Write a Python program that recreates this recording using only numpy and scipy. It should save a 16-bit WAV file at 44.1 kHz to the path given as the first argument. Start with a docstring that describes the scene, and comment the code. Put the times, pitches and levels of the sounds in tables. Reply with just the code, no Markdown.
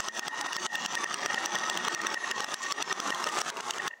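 """Short rumbles swell up to clacks and stop, about ten times a second: glass marbles on a winding
wooden track, played backwards, so that they seem to roll uphill. Glass bumping over wood grain makes
the rumble and a rattle that turns hissier late on; each clack is a marble striking the board.
Hollow knocks ring in between, over a thin roll from the far end of the track.
Now and then the groove hums; once, several marbles jostle."""
import sys
import numpy as np
from scipy import signal
from scipy.fft import rfft, irfft
from scipy.io import wavfile

SR = 44100
rng = np.random.default_rng(int(sys.argv[2]) if len(sys.argv) > 2 else 0)


def int16_out(signal):
    """Quantize to a 16-bit WAV file."""
    q = np.round(np.clip(np.atleast_2d(signal).T, -1, 1) * 32767)
    wavfile.write(sys.argv[1], SR, q.astype(np.int16))


N = 176400
TIME_S = np.arange(N) / SR

# marbles striking the board: time_s, clack_db, roll_length_s, rumble_db, rattle_db
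STRIKES = [(0.0052, -22, 0.056, -39, -29), (0.087, -22, 0.071, -33.5, -35), (0.1959, -21, 0.056, -34, -33),
           (0.283, -22, 0.055, -33, -38.5), (0.414, -23.5, 0.065, -34, -37.5),
           (0.4687, -31.5, 0.023, -28, -33.5), (0.5326, -22.5, 0.2, -34.5, -44.5),
           (0.5674, -21.5, 0.046, -39, -35), (0.666, -23.5, 0.07, -30.5, -31.5),
           (0.757, -20.5, 0.047, -44, -41.5), (0.8628, -19.5, 0.094, -31, -34.5),
           (0.9545, -20.5, 0.067, -31, -34), (1.0442, -22, 0.076, -30, -34), (1.1442, -19, 0.074, -35, -37),
           (1.262, -19, 0.12, -30, -37.5), (1.3466, -20.5, 0.066, -29.5, -37.5),
           (1.4608, -18.5, 0.15, -33, -37.5), (1.5558, -20.5, 0.063, -32, -38.5),
           (1.7008, -19, 0.18, -34.5, -40), (1.7763, -19, 0.054, -35, -40.5),
           (1.8521, -23, 0.39, -34, -40.5), (1.8848, -20, 0.05, -29, -36), (1.9497, -21, 0.055, -31, -34),
           (2.0705, -17.5, 0.11, -31.5, -39.5), (2.1457, -22, 0.096, -30, -37),
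           (2.3149, -19.5, 0.13, -31, -37), (2.407, -22.5, 0.065, -31.5, -39),
           (2.4462, -24, 0.091, -36.5, -39), (2.5441, -20, 0.072, -30.5, -35.5),
           (2.7245, -19, 0.14, -32, -35.5), (2.8271, -18.5, 0.069, -29, -36.5),
           (2.9291, -21.5, 0.073, -32, -37), (3.0032, -22.5, 0.089, -39.5, -48),
           (3.1064, -20, 0.1, -30.5, -38), (3.2434, -20.5, 0.2, -31, -41),
           (3.2736, -26, 0.0097, -27.5, -37), (3.2916, -24.5, 0.046, -31, -44.5),
           (3.3906, -23, 0.12, -30.5, -39.5), (3.4179, -21, 0.061, -28.5, -35),
           (3.5032, -25, 0.066, -28.5, -38.5), (3.6089, -28, 0.099, -32.5, -50),
           (3.71, -18.5, 0.082, -29, -40), (3.7853, -27.5, 0.065, -32, -44),
           (3.8807, -21, 0.081, -27.5, -42.5)]
# light bounces, no roll: time_s, level_db
LIGHT_BOUNCES = [(1.5886, -26.5), (2.0178, -28.5), (2.7131, -26), (3.149, -25.5), (3.5723, -29.5),
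                 (3.7395, -28)]
# hollow knocks of the track: time_s, level_db
TRACK_KNOCKS = [(0.173, -29.5), (0.238, -29), (0.49, -28), (0.588, -27.5), (0.779, -31.5), (0.978, -23),
                (1.066, -26.5), (1.236, -26.5), (1.308, -21), (1.384, -20.5), (1.474, -27), (1.566, -22.5),
                (1.642, -23.5), (1.718, -27), (1.804, -26.5), (1.9, -27), (2.005, -25.5), (2.178, -24),
                (2.247, -22.5), (2.324, -24.5), (2.643, -28), (2.669, -25), (2.79, -29), (2.915, -24.5),
                (3.129, -22.5), (3.804, -23), (3.915, -32), (3.941, -33)]
# modes of a knock: pitch_hz, level_db, t60_s
TRACK_MODES = [(593.5, -14, 0.051), (985, -14, 0.06), (1858, -2, 0.047), (1867, -0.5, 0.027),
               (2747, -4, 0.013)]
# groove hums: centre_s, pitch_hz, level_db
GROOVE_HUMS = [(0.337, 890, -39), (0.416, 835, -37.5), (.51, 945, -41), (0.737, 845, -35.5),
               (2.435, 850, -38), (2.615, 1060, -43)]
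# resonances of the board and of a glassy clack: centre_hz, width_hz, lift_db
BOARD_PEAKS = [(232, 12.4, 7), (354, 35, 2), (734, 27, 5.5), (826, 16, 4.5)]
CLACK_PEAKS = [(3026, 1060, 7), (6120, 510, 7)]
# spectral shapes: frequency_hz, level_db
RUMBLE_SPECTRUM = [(30, -64), (70, -49), (110, -20), (160, -11), (300, -8), (630, -6.5), (820, 0.5),
                   (1100, 2), (1600, -4.5), (2200, -9.5), (4000, -16.5), (9000, -67)]
RATTLE_SPECTRUM = [(100, -11.5), (1400, -1), (2200, -11.5), (2800, 2.5), (3500, 0), (4100, -4),
                   (5200, -4.5), (6000, 2.5), (6800, -9), (8400, -25.5), (10000, -24.5), (13600, -42),
                   (15200, -24)]
SIZZLE_SPECTRUM = [(900, -22), (2200, 6.5), (7000, 11.5), (11000, -6), (13500, -16), (15500, -10)]
FAR_SPECTRUM = [(40, -49), (200, -6), (600, -15.5), (870, 3), (1300, -9), (1650, -15.5), (1860, 20.5),
                (2150, -22), (2900, -9), (4200, -20), (7000, -13), (15000, -69)]
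CLACK_SPECTRUM = [(50, -22.5), (150, 3), (300, 2.5), (600, -11.5), (1000, -9.5), (1800, 3), (2250, -12),
                  (2800, 3), (4000, -4.5), (5900, 0.5), (6700, -7), (8300, -5), (9200, -13), (13500, -26.5),
                  (15000, -15)]
ROOM_SPECTRUM = [(30, -24), (150, -3), (600, 13), (15000, -19)]
# envelopes of the far roll and of the rattle's hissing part: time_s, level_db
FAR_ENVELOPE = [(0, -44.5), (.2, -49), (.36, -41.5), (.69, -49.5), (.75, -36), (.88, -47), (1.7, -44),
                (2.4, -44), (2.74, -51), (3.1, -49), (3.3, -45), (3.52, -74), (3.86, -47), (3.9, -52),
                (4, -60)]
SIZZLE_ENVELOPE = [(0, -15), (2.85, -11.5), (3.1, -3.5), (3.4, 0.5), (3.85, 0.5)]

CLACK_DB, KNOCK_DB, RUMBLE_DB, RATTLE_DB, ROOM_DB = 16, -3, -5, -2.5, -64
ROLL_ONSET_S, ROLL_SHAPE, RIPPLE_DB = 0.0011, 2.15, 4.5
RUMBLE_BUMPS_PER_S, RATTLE_BUMPS_PER_S = 1400, 3500
THUD_DB, THUD_DECAY_S = -8.5, 0.0016  # board gives under each clack
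BOOM_HZ, BOOM_RISE_HZ_PER_S, BOOM_WIDTH_HZ, BOOM_DB = 185, 70, 164, 5  # rises as the marbles move along
GLINTS_PER_S, GLINT_HZ, GLINT_DB, GLINT_T60_S = 150, 7545, -32, .009
CONTACT_DB, CONTACT_GAP_S = [-13, -5, -1, -8.5, -1.5], .00045


def from_db(db):
    """Decibels to gain."""
    return 10 ** (np.asarray(db) / 20)


def envelope(rows):
    """Gain per sample from time_s, level_db points."""
    return from_db(np.interp(TIME_S, *np.transpose(rows)))


def before(time_s):
    """Slice of up to 0.5 s ending at time_s."""
    end = int(time_s * SR)
    return slice(max(end - SR // 2, 0), end)


def clicks_at(times_s, gains):
    """Impulse train."""
    out = np.zeros(N)
    np.add.at(out, np.clip((times_s * SR).astype(int), 0, N - 1), gains)
    return out


def bumps(per_s, spread_db):
    """Tiny random contacts of uneven size; rms 1."""
    sizes = from_db(spread_db * np.minimum(rng.exponential(1, N), 4))
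    x = sizes * rng.choice([-1, 1], N) * (rng.random(N) < per_s / SR)
    return x / x.std()


def shifted(peaks, spread):
    """Resonances at another spot on the board: each detuned by a random fraction."""
    return [(hz * (1 + spread * rng.standard_normal()), width_hz, db) for hz, width_hz, db in peaks]


def body(x, spectrum, peaks=(), ripple_db=0, ripple_points=150):
    """Unit-power minimum-phase filter, run backwards; random ripple stands for one spot on the board."""
    size = 8192
    hz = np.maximum(np.arange(size // 2 + 1) * SR / size, 1)
    points = np.array(spectrum)
    db = np.interp(np.log(hz), np.log(points[:, 0]), points[:, 1])
    ripple = rng.standard_normal(ripple_points)
    db += ripple_db * np.interp(np.sqrt(hz / hz[-1]), np.linspace(0, 1, ripple_points), ripple)
    for centre_hz, width_hz, lift_db in peaks:
        db += lift_db / (1 + (2 * (hz - centre_hz) / width_hz) ** 2)
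    cepstrum = irfft(np.log(from_db(db)))
    response = irfft(np.exp(rfft(2 * cepstrum[:size // 2], size)))
    return signal.fftconvolve(x[::-1], response / np.linalg.norm(response))[:len(x)][::-1]


def ring(clicks, hz, t60_s):
    """One mode, run backwards: swells up to each click."""
    radius, angle = from_db(-60 / (t60_s * SR)), 2 * np.pi * hz / SR
    feedback = [1, -2 * radius * np.cos(angle), radius * radius]
    return signal.lfilter([0, np.sin(angle)], feedback, clicks[::-1] + 1e-18)[::-1]


def soft_ring(clicks, hz, t60_s, contact_t60_s):
    """Softly struck mode: a second, short resonance rounds the contact."""
    return 2 * np.log(1000) / (contact_t60_s * SR) * ring(ring(clicks, hz, t60_s), hz, contact_t60_s)


def rolling():
    """Glass on wood grain: each marble's rumble and rattle swell towards the thud of its clack."""
    out, sizzle_gain = np.zeros(N), envelope(SIZZLE_ENVELOPE)
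    wood = bumps(RUMBLE_BUMPS_PER_S, spread_db=3.5)
    glass = bumps(RATTLE_BUMPS_PER_S, spread_db=5.5)
    grit = bumps(RATTLE_BUMPS_PER_S, spread_db=4)
    for time_s, clack_db, length_s, rumble_db, rattle_db in STRIKES:
        span = before(time_s)
        lead_s = time_s - TIME_S[span]
        power = 10 ** -np.minimum((lead_s / length_s) ** ROLL_SHAPE, 10)
        swell = np.sqrt(np.minimum(lead_s / ROLL_ONSET_S, 1) * power)
        thud_gain = from_db(clack_db + THUD_DB) * np.exp(-lead_s / THUD_DECAY_S)
        rumble_gain = swell * from_db(rumble_db + RUMBLE_DB) + thud_gain
        rattle_gain = swell * from_db(rattle_db + RATTLE_DB)
        boom = (BOOM_HZ + BOOM_RISE_HZ_PER_S * time_s, BOOM_WIDTH_HZ, BOOM_DB)
        peaks = [*shifted(BOARD_PEAKS, spread=.035), boom]
        rattle = rattle_gain * (1 - sizzle_gain[span] / 2) * glass[span]
        sizzle = rattle_gain * sizzle_gain[span] * grit[span]
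        out[span] += body(rumble_gain * wood[span], RUMBLE_SPECTRUM, peaks, RIPPLE_DB)
        out[span] += body(rattle, RATTLE_SPECTRUM, ripple_db=RIPPLE_DB)
        out[span] += body(sizzle, SIZZLE_SPECTRUM, ripple_db=RIPPLE_DB / 2)
        out[span] += glints(rattle_gain)
    return out


def glints(rattle_gain, count=3, spread=.14):
    """Neighbouring marbles touch: tiny glassy pings, at new pitches for each roll."""
    out = np.zeros(len(rattle_gain))
    for hz in GLINT_HZ * np.exp(spread * np.clip(rng.standard_normal(count), -2, 2)):
        touches = rng.random(len(rattle_gain)) < GLINTS_PER_S / SR
        out += soft_ring(rattle_gain * touches, hz, GLINT_T60_S, GLINT_T60_S / 10)
    return from_db(GLINT_DB) * np.sqrt(SR / GLINTS_PER_S) * out


def far_rolling():
    """Distant marbles merge into one thin roll, coloured by the board."""
    contacts = envelope(FAR_ENVELOPE) * bumps(RUMBLE_BUMPS_PER_S, spread_db=2)
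    return body(contacts, FAR_SPECTRUM, BOARD_PEAKS)


def clacks():
    """Each strike or bounce: five quick contacts, coloured by the spot they hit."""
    out = np.zeros(N)
    for time_s, level_db, *_ in [*STRIKES, *LIGHT_BOUNCES]:
        span = before(time_s)
        gaps_s = CONTACT_GAP_S * rng.uniform(.5, 1.4, len(CONTACT_DB))
        contact_s = time_s - np.cumsum(gaps_s) + gaps_s[0] + gaps_s[1] / 2
        signs = (-1) ** np.arange(len(gaps_s))
        contacts = clicks_at(contact_s, signs * from_db(CONTACT_DB))
        peaks = shifted(CLACK_PEAKS, spread=.07)
        hit = body(contacts[span], CLACK_SPECTRUM, peaks, RIPPLE_DB, ripple_points=70)
        out[span] += from_db(level_db + CLACK_DB) * hit / np.linalg.norm(hit)
    return out


def taps(per_s=75, level_db=-49, spread_db=6.3):
    """Impulses of faint random collisions; strength follows the far roll."""
    activity = envelope(FAR_ENVELOPE)
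    hits = rng.random(N) < per_s / SR
    gains = from_db(level_db + spread_db * np.clip(rng.standard_normal(N), -2, 2))
    return hits * gains * activity / activity.mean()


def knocks():
    """Knocks and faint taps softly strike the same hollow modes of the track."""
    times_s, levels_db = np.transpose(TRACK_KNOCKS)
    out, faint_taps = np.zeros(N), taps()
    for hz, mode_db, t60_s in TRACK_MODES:
        gains = from_db(levels_db + KNOCK_DB + rng.standard_normal(len(times_s)))
        hits = faint_taps + clicks_at(times_s, gains)
        out += from_db(mode_db) * soft_ring(hits, hz, t60_s, contact_t60_s=0.011)
    return out


def hums(width_hz=25, half_length_s=0.016):
    """A rolling marble briefly excites one narrow resonance of the groove."""
    out, t60_s = np.zeros(N), np.log(1000) / np.pi / width_hz
    for centre_s, hz, level_db in GROOVE_HUMS:
        swell = np.exp(-((TIME_S - centre_s) / half_length_s) ** 2)
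        tone = swell * ring(np.diff(rng.standard_normal(N + 1)), hz, t60_s)
        out += from_db(level_db) * tone * np.linalg.norm(swell) / np.linalg.norm(tone)
    return out


def jostle(centre_s=2.632, half_length_s=.009, level_db=-36):
    """Several marbles collide in one glassy cluster."""
    swell = np.exp(-((TIME_S - centre_s) / half_length_s) ** 2)
    cluster = from_db(level_db) * swell * bumps(RUMBLE_BUMPS_PER_S, spread_db=0)
    return body(cluster, SIZZLE_SPECTRUM, peaks=[(7040, 1200, 11)])


def room(x, echo_lead_s=.0218, echo_db=-20, trail_decay_s=0.0049, trail_db=-15):
    """Wall echo ahead of the reversed sound, a short smear behind it, quiet room noise."""
    echo = from_db(echo_db) * np.pad(x, (0, int(echo_lead_s * SR)))[-N:]
    smear = (rng.standard_normal(N) * np.exp(-TIME_S / trail_decay_s))[:SR // 10]
    trail = from_db(trail_db) * signal.fftconvolve(x, smear / np.linalg.norm(smear))[:N]
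    noise = from_db(ROOM_DB) * body(rng.standard_normal(N), ROOM_SPECTRUM)
    return x + echo + trail + noise


def scene():
    """The marble run in its room, mono."""
    return room(clacks() + rolling() + far_rolling() + hums() + jostle() + knocks())[None]


def record(dry, peak_limit=.24, low_cut_hz=67, stopband_hz=16300):
    """Soft peak limit, gentle bass cut, steep top cut."""
    rounded = dry / (1 + (dry / peak_limit) ** 4) ** .25
    thinned = signal.sosfiltfilt(signal.butter(1, low_cut_hz, "high", fs=SR, output="sos"), rounded)
    return signal.sosfiltfilt(signal.cheby2(16, 50, stopband_hz, fs=SR, output="sos"), thinned)


dry = scene()
out = record(dry)
int16_out(out)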